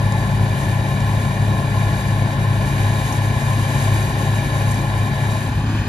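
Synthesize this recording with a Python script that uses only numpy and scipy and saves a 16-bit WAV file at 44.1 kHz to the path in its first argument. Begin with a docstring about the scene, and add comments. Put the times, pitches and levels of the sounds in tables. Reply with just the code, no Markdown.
"""A field at harvest, with a combine working some way off. Its six-cylinder diesel drones and clatters
under load, the firing note beating against the belt-driven chopper, over the rumble of threshing,
rattling sheet metal and a thin whine of gears and blades. Dry grass rustles and snaps beside the
microphone. Near the end the sound dissolves into a rougher, less tonal roar."""
import sys
import numpy as np
from scipy import signal
from scipy.fft import rfft, irfft
from scipy.io import wavfile

SR = 44100
rng = np.random.default_rng(int(sys.argv[2]) if len(sys.argv) > 2 else 0)


def log_audio(samples):
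    """Write samples as a 16-bit WAV file to the path given in sys.argv[1]."""
    # one column per channel
    frames = np.atleast_2d(samples).T
    # limit to full scale, then quantise
    limited = np.clip(frames, -1, 1)
    pcm = np.round(limited * 32767).astype(np.int16)
    wavfile.write(sys.argv[1], SR, pcm)


N = 259308
TIME, FREQS = np.arange(N) / SR, np.fft.rfftfreq(N, 1 / SR)
GOVERNED_HZ = 35.293  # crankshaft speed that the governor aims for

# exhaust and block tones: crank_multiple, level_db
ENGINE_ORDERS = [(2.5, -41), (3, -21.3), (4, -42), (4.5, -43), (6, -39), (12, -43), (12.5, -54),
                 (15, -46.5), (15.5, -41.5), (16, -53), (18.5, -43.5), (19.5, -48), (21.5, -48), (23, -47),
                 (24, -41.8)]


def amp(db):
    """Decibels as an amplitude ratio."""
    return 10 ** (np.asarray(db) / 20)


def unit_rms(x):
    """Normalisation to an rms of 1."""
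    return x / np.sqrt(np.mean(x ** 2) + 1e-20)


def per_bin(points):
    """Interpolation over log frequency, at every bin."""
    hz, value = np.transpose(points)
    return np.interp(np.log(FREQS + 1), np.log(hz + 1), value)


def resonances(modes):
    """Resonance: Lorentzian peaks and notches, in dB at every bin."""
    return sum(db / (1 + (2 * (FREQS - hz) / width) ** 2) for hz, width, db in modes)


def swells(rows):
    """Gaussian envelopes of level, in dB at every sample."""
    return sum(db * np.exp(-((TIME - s) / half_length) ** 2) for s, half_length, db in rows)


def noise(spectrum):
    """Two incoherent noises of one colour: row 0 is direct sound, row 1 is scattered by the field."""
    return irfft(rfft(rng.standard_normal((2, N))) * amp(per_bin(spectrum)), N) * np.sqrt(SR / 2)


def drift(hz):
    """Random modulation: noise of rms 1, low-passed at hz."""
    low = FREQS[FREQS < 1500]
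    real, imag = rng.standard_normal((len(low), 2)).T
    return unit_rms(irfft((real + 1j * imag) / (1 + (low / hz) ** 4), N))


def brighten(sound, above_hz, gain):
    """Shelving filter: only the treble follows the moving gain."""
    low = irfft(rfft(sound) / (1 + (FREQS / above_hz) ** 4), N)
    return low + (sound - low) * gain


def shaft_tones(turns, partials, flutter, slip_turns):
    """Rotation radiates tones at multiples of the shaft speed, modulated in amplitude and phase."""
    angle = 2 * np.pi * (turns + slip_turns * drift(1.26))
    return sum(np.sqrt(2) * amp(db) * (1 + flutter * drift(30)) * np.cos(k * angle) for k, db in partials)


def breeze(share=1):
    """Slow amplitude modulation by gusts: a gain that follows a share of their rise in dB."""
    # gusts through the grass: peak_s, half_length_s, rise_db
    gusts = [(.62, 0.15, 2), (1.03, 0.14, 1.2), (1.958, 0.17, 2.5), (2.916, 0.32, 4), (3.776, 0.21, 3.5),
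             (3.9, 0.81, 3), (4.45, 0.42, 2), (5.377, 0.17, 3)]
    level_db = swells(gusts)
    return amp(share * (level_db - level_db.mean()))


def grass(flicker_db=1.12, grain_db=1.4):
    """Friction noise: dry stalks brush together in tiny grains, each size in its own band."""
    # rustle spectrum: frequency_hz, density_db
    spectrum = [(2500, -75), (5250, -82), (6500, -76), (7400, -75), (8400, -74.5), (9500, -78.5),
                (10300, -77), (12000, -87), (13200, -84), (15000, -96)]
    hiss, band = rfft(noise(spectrum)), np.minimum(FREQS // 2800, 4)
    grains = np.zeros((2, N))
    for k in np.unique(band):
        envelope = unit_rms(amp(grain_db * np.clip(drift(480), -2, 2)))
        grains += irfft(hiss * (band == k), N) * envelope
    return grains * breeze() * amp(flicker_db * drift(13))


def snaps(ring_width_hz=600, gain_db=-5):
    """Impulse excitation: a breaking stalk gives a damped tick, coloured by its own resonance."""
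    # spectrum of a break: frequency_hz, density_db
    spectrum = [(2000, -28), (4500, -8), (6200, -2), (7600, 0), (9000, -3), (12000, -13.5), (15000, -22)]
    # snapping stalks: start_s, level_db, decay_s, pitch_hz, resonance_db
    breaks = [(0.1223, -22.5, .004, 7000, 2), (1.0041, -25.5, .004, 7000, 2), (3.1245, -22, .008, 6150, 12),
              (4.0261, -26, .004, 7500, 5), (4.7105, -19.5, .003, 7600, 8), (4.7155, -22.5, .003, 7500, 9),
              (4.7205, -27, .003, 6800, 4), (4.7425, -23, .003, 5500, 9)]
    crack, out = rfft(noise(spectrum)), np.zeros((2, N))
    for start, db, decay, hz, ring_db in breaks:
        stalk = unit_rms(irfft(crack * amp(resonances([(hz, ring_width_hz, ring_db)])), N))
        out += amp(db) * (TIME >= start) * np.exp(-abs(TIME - start) / decay) * stalk
    return amp(gain_db) * out


def threshing(lumpiness=0.09, gain_db=-1):
    """Random impacts of crop in the drum and sieves sum to a low, uneven noise."""
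    # rumble spectrum: frequency_hz, density_db
    spectrum = [(15, -90), (28, -75), (45, -52), (70, -45.5), (110, -47.5), (160, -47.8), (220, -51.3),
                (275, -54.5), (340, -55), (400, -62), (440, -61.5), (475, -70), (700, -120)]
    return amp(gain_db) * noise(spectrum) * (1 + lumpiness * drift(17.0))


def rattle(uneven_db=2.5):
    """Forced vibration: loose sheets ring in narrow bands, harder when a wad of crop goes through."""
    # modes of the loose sheets: pitch_hz, width_hz, level_db
    sheets = [(640, 50, -43), (850, 50, -41), (1040, 45, -44)]
    # wads of crop: peak_s, half_length_s, rise_db
    wads = [(.83, .04, 3), (2.14, .06, 6), (2.64, .06, 6), (3.0, .04, 5), (3.65, .12, 3.5), (4.25, .08, 5),
            (4.71, .05, 5), (4.98, .05, 3)]
    out = np.zeros(N)
    for hz, width, db in sheets:
        ring = (drift(width / 2) + 1j * drift(width / 2)) * np.exp(2j * np.pi * hz * TIME)
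        bursts = amp(uneven_db * np.clip(drift(5.1), -2, 2))
        out += amp(db) * unit_rms(ring.real * bursts)
    return out * amp(swells(wads))


def whine(turns, belt_slip=.3):
    """Spectral broadening: moving air blurs the gear and blade tones, which carry better in gusts."""
    # gear and blade tones: crank_multiple, level_db, width_hz, steady_share
    partials = [(6.8, -40, 8, .2), (8.5, -44.5, 5, .3), (10.72, -44.5, 5, .4), (29.4, -44, 24, .3),
                (39, -55, 10, .5), (40.55, -50, 14, .7), (48.95, -38.8, 8, .98), (58.75, -41.3, 10, .9),
                (63.8, -54, 16, .4), (98.05, -50.5, 16, .8), (107.75, -51.5, 30, .75)]
    belt_turns = turns - belt_slip * (GOVERNED_HZ * TIME - turns)  # slip deepens the engine's sag
    out = np.zeros(N)
    for multiple, db, width, steady in partials:
        blur = np.sqrt(2 * steady) + np.sqrt(1 - steady) * (drift(width / 2) + 1j * drift(width / 2))
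        out += amp(db) * (blur * np.exp(2j * np.pi * multiple * belt_turns)).real
    return out * breeze(share=.15)


def crank_speed(hunt_depth_hz=.035, hunt_rate_hz=4.5):
    """Negative feedback: thick crop drags the speed (Hz) down; the governor restores it and hunts."""
    # thick patches of crop: slowest_s, sag_hz, bite_s, recovery_s
    loads = [(1.99, .235, .55, .13), (2.85, .32, .24, 2.5), (3.82, .14, .09, .09), (5.45, .24, .12, .13)]
    drag = sum(sag * np.exp(np.where(TIME < s, -((TIME - s) / bite) ** 2, (s - TIME) / recovery))
               for s, sag, bite, recovery in loads)
    hunting = unit_rms(np.gradient(drift(hunt_rate_hz)))
    return GOVERNED_HZ - drag + hunt_depth_hz * hunting


def strokes(turns):
    """Periodic amplitude modulation by the cylinders: a gain about 1."""
    # pulsing of the knock: crank_multiple, depth_share
    pulses = [(.5, .05), (1, .07), (3, .04), (4.5, .06), (6, .12)]
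    return 1 + sum(depth * np.cos(2 * np.pi * k * turns) for k, depth in pulses)


def roar(turns, speed_ratio=0.99, tone_db=-4):
    """Source and filter: a broad clatter rings in panels and is heard from another side, with the engine note
    half buried in it."""
    # roar spectrum: frequency_hz, density_db
    spectrum = [(15, -84), (45, -42), (110, -39), (200, -46), (290, -49), (480, -74), (600, -66),
                (1000, -58.5), (1350, -59.5), (1750, -64.5), (2080, -70.5), (2500, -66), (5500, -81),
                (7000, -78), (9000, -88), (12000, -92), (15000, -101)]
    # resonances of the body: centre_hz, width_hz, gain_db
    panels = [(253, 30, 4), (835, 50, 5), (1325, 120, -7), (1560, 130, 1.5), (1820, 230, 4.5),
              (2520, 170, 5), (2770, 120, -6), (3090, 180, 4.5), (3550, 120, 6.5), (3820, 160, -3),
              (4060, 140, 4), (4340, 190, 8), (4610, 160, -7), (4930, 300, 8.5)]
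    # surges of the metallic treble: peak_s, half_length_s, rise_db
    surges = [(5.695, .018, 2), (5.785, .036, 3.5)]
    out = irfft(rfft(noise(spectrum)) * amp(resonances(panels)), N) * strokes(speed_ratio * turns)
    out = brighten(out, above_hz=1100, gain=amp(swells(surges)))
    out[0] += amp(tone_db) * shaft_tones(speed_ratio * turns, ENGINE_ORDERS, flutter=.3, slip_turns=.02)
    return out


def clatter(turns, jitter_turns=0.0042):
    """Source and filter: diesel knock, part periodic over two turns and part noise, rings the body."""
    # knock spectrum: frequency_hz, density_db
    spectrum = [(430, -102), (500, -66), (530, -60.5), (850, -57), (1060, -54), (1200, -64), (1500, -62.5),
                (1780, -63), (2000, -64.5), (2150, -69), (2400, -64.5), (2650, -72.5), (3800, -72.5),
                (5200, -85.5), (9000, -100)]
    # resonances of the sheet-metal body: centre_hz, width_hz, gain_db
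    panels = [(545, 30, 2), (708, 35, -2.5), (810, 50, 1.5), (915, 110, -4), (1045, 60, 1), (1160, 70, -3),
              (1530, 70, 3.5), (1680, 50, -2), (1775, 70, 1.5), (2400, 150, 2.5), (2880, 80, 3.5),
              (3150, 200, 1.5), (3860, 260, 5), (4200, 200, -2), (4740, 400, 6), (5570, 220, 9)]
    periodic_share = .15 / (1 + (FREQS / 1500) ** 2)  # the treble hardly repeats
    cycle = rng.standard_normal(round(2 * SR / GOVERNED_HZ))
    cycle_phase = (turns + jitter_turns * drift(2.5)) / 2
    repeating = np.interp(cycle_phase, np.arange(len(cycle)) / len(cycle), cycle, period=1)
    knock = rfft(rng.standard_normal((2, N))) * np.sqrt(1 - periodic_share)
    knock[0] += rfft(unit_rms(repeating)) * np.sqrt(periodic_share)
    body = irfft(knock * amp(per_bin(spectrum) + resonances(panels)), N) * np.sqrt(SR / 2)
    # the treble carries better in gusts
    return brighten(body * strokes(turns), above_hz=1590, gain=breeze(share=.58))


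def drone(turns, gain_db=1.15, recede_from_s=3.9, recede_db_per_s=1.16):
    """Beating: the firing note and the chopper's second harmonic interfere about three times a second."""
    # tones of the four belt-driven shafts: harmonic, level_db
    chopper_tones = [(1, -33.3), (2, -27.8)]
    drum_tones = [(1, -24)]
    fan_tones = [(1, -33), (2, -30.5)]
    beater_tones = [(1, -38), (2, -35)]
    engine = shaft_tones(turns, ENGINE_ORDERS, flutter=.08, slip_turns=.002)
    chopper = shaft_tones(1.4596 * turns, chopper_tones, flutter=.1, slip_turns=.008)
    drum = shaft_tones(3.893 * turns, drum_tones, flutter=.2, slip_turns=.07)
    fan_drop_db = -8 * (1 + np.tanh((TIME - 2.796) / .15)) / 2  # the fan's level steps down once
    fan = shaft_tones(2.684 * turns, fan_tones, flutter=.04, slip_turns=.028) * amp(fan_drop_db)
    beater = shaft_tones(1.842 * turns, beater_tones, flutter=.2, slip_turns=.05)
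    distance_loss_db = recede_db_per_s * np.maximum(TIME - recede_from_s, 0)  # the machine drives off
    return (engine + chopper + drum + fan + beater) * amp(gain_db - distance_loss_db)


def ports(pair, phase, balance_db):
    """Phase and level differences at two microphone ports give direction; scatter lowers coherence."""
    # likeness of the two ports: frequency_hz, coherence_share
    likeness = [(200, .995), (900, .97), (1500, .9), (2500, .88), (3300, .65), (4500, .8), (6000, .7),
                (7400, .88), (8000, .99), (8800, .99), (9800, .85)]
    direct, scattered = rfft(pair)
    coherence, sides = per_bin(likeness), np.array([[1], [-1]])
    both = direct * np.sqrt((1 + coherence) / 2) + sides * scattered * np.sqrt((1 - coherence) / 2)
    balance = amp(sides * per_bin(balance_db) / 2)
    balance = balance / np.sqrt(np.mean(balance ** 2, axis=0))
    return irfft(both * balance * np.exp(.5j * sides * per_bin(phase)), N)


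def scene():
    """Superposition: tones and knock follow one crankshaft; the roar comes from another direction."""
    # phase differences between the ports: frequency_hz, left_lead_rad
    working_phase = [(400, .2), (510, .85), (620, .2), (730, .15), (1000, 1), (1160, 1.8), (1390, 4.2),
                     (1600, 3.7), (1690, 6.2), (1790, 6.3), (2090, 9.8), (2220, 12.3), (2450, 13.8),
                     (2600, 14.6), (2720, 18.2), (2950, 19.1), (3250, 20.6), (3420, 23.6), (3650, 25.6),
                     (4300, 25.4), (4520, 27), (4850, 25.2), (5550, 25.1), (5950, 22.7), (6130, 24.4),
                     (6500, 23.5), (7240, 23.2), (7670, 22), (8870, 22), (9500, 21.3), (11100, 18.8),
                     (13500, 17.7)]
    roar_phase = [(850, .1), (1150, .7), (1400, 4.6), (1750, 6.2), (2000, 5.8), (2150, 7), (2600, 6.5),
                  (2750, 8), (3350, 8.6), (3700, 6.8), (4100, 7.6), (4450, 5.7), (4650, 2.7), (5300, -2.4),
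                  (5700, -1.6), (7200, -1.8), (7700, -3.1), (8900, -3.1), (11100, -6.3), (13500, -7.4)]
    # level differences between the ports: frequency_hz, left_minus_right_db
    working_balance = [(60, -.5), (105, 1.8), (140, 3.4), (200, 4.3), (340, 3.3), (430, -1), (580, 8.5),
                       (850, 3), (1250, 1.8), (1900, 3), (2400, -2), (3200, 2.5), (3800, 1), (5500, 5),
                       (7000, .5), (8000, -1.5), (9500, -.5), (12000, 0)]
    roar_balance = [(200, 1.2), (450, 0), (600, 4), (850, .3), (1150, 2.5), (1400, -2.5), (1550, -1.5),
                    (1750, 4), (1980, 5), (2150, -5), (2350, 2), (2700, -4), (3200, -3), (3550, 12),
                    (3790, 2.5), (4350, 15), (4480, 14), (4630, -2), (4900, 9.5), (5100, 10), (5500, 0),
                    (9000, 0)]
    # crossfade towards the roar: time_s, roar_share
    dissolve = [(4.7, 0.12), (5.3, 0.09), (5.68, 0.68)]
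    turns = np.cumsum(crank_speed()) / SR
    turns -= np.interp(.066, TIME, turns)  # the throb first peaks at 0.066 s
    working = clatter(turns) + threshing() + grass() + snaps()
    working[0] += drone(turns) + whine(turns) + rattle()  # direct sound only
    roar_share = np.interp(TIME, *np.transpose(dissolve))
    return ((1 - roar_share) * ports(working, working_phase, working_balance)
            + roar_share * ports(roar(turns), roar_phase, roar_balance))


def record(dry, cutoff_hz=14400):
    """Resonances of each port's housing colour its channel; a low-pass filter limits the band."""
    # resonances of the housings: centre_hz, width_hz, gain_db
    left_port = [(1290, 200, -4), (2150, 90, -3.5), (3540, 120, -4.5), (4420, 160, -5), (4600, 200, 5),
                 (5260, 260, -6.5), (5580, 120, 2.5), (5700, 90, -3), (5830, 120, 3), (6000, 140, -6),
                 (7020, 160, -3), (8200, 1600, 2.5)]
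    right_port = [(2110, 170, -7), (2340, 220, 3), (2640, 150, -7), (3340, 110, -4.5), (4480, 180, 4),
                  (4780, 170, -3.5), (5230, 200, -2.5), (6200, 160, 2), (8400, 900, 1)]
    coloured = irfft(rfft(dry) * amp([resonances(left_port), resonances(right_port)]), N)
    low_pass = signal.firwin(511, cutoff_hz, window=("kaiser", 9), fs=SR)
    return signal.oaconvolve(coloured, low_pass[None], "same")


dry = scene()
out = record(dry)
log_audio(out)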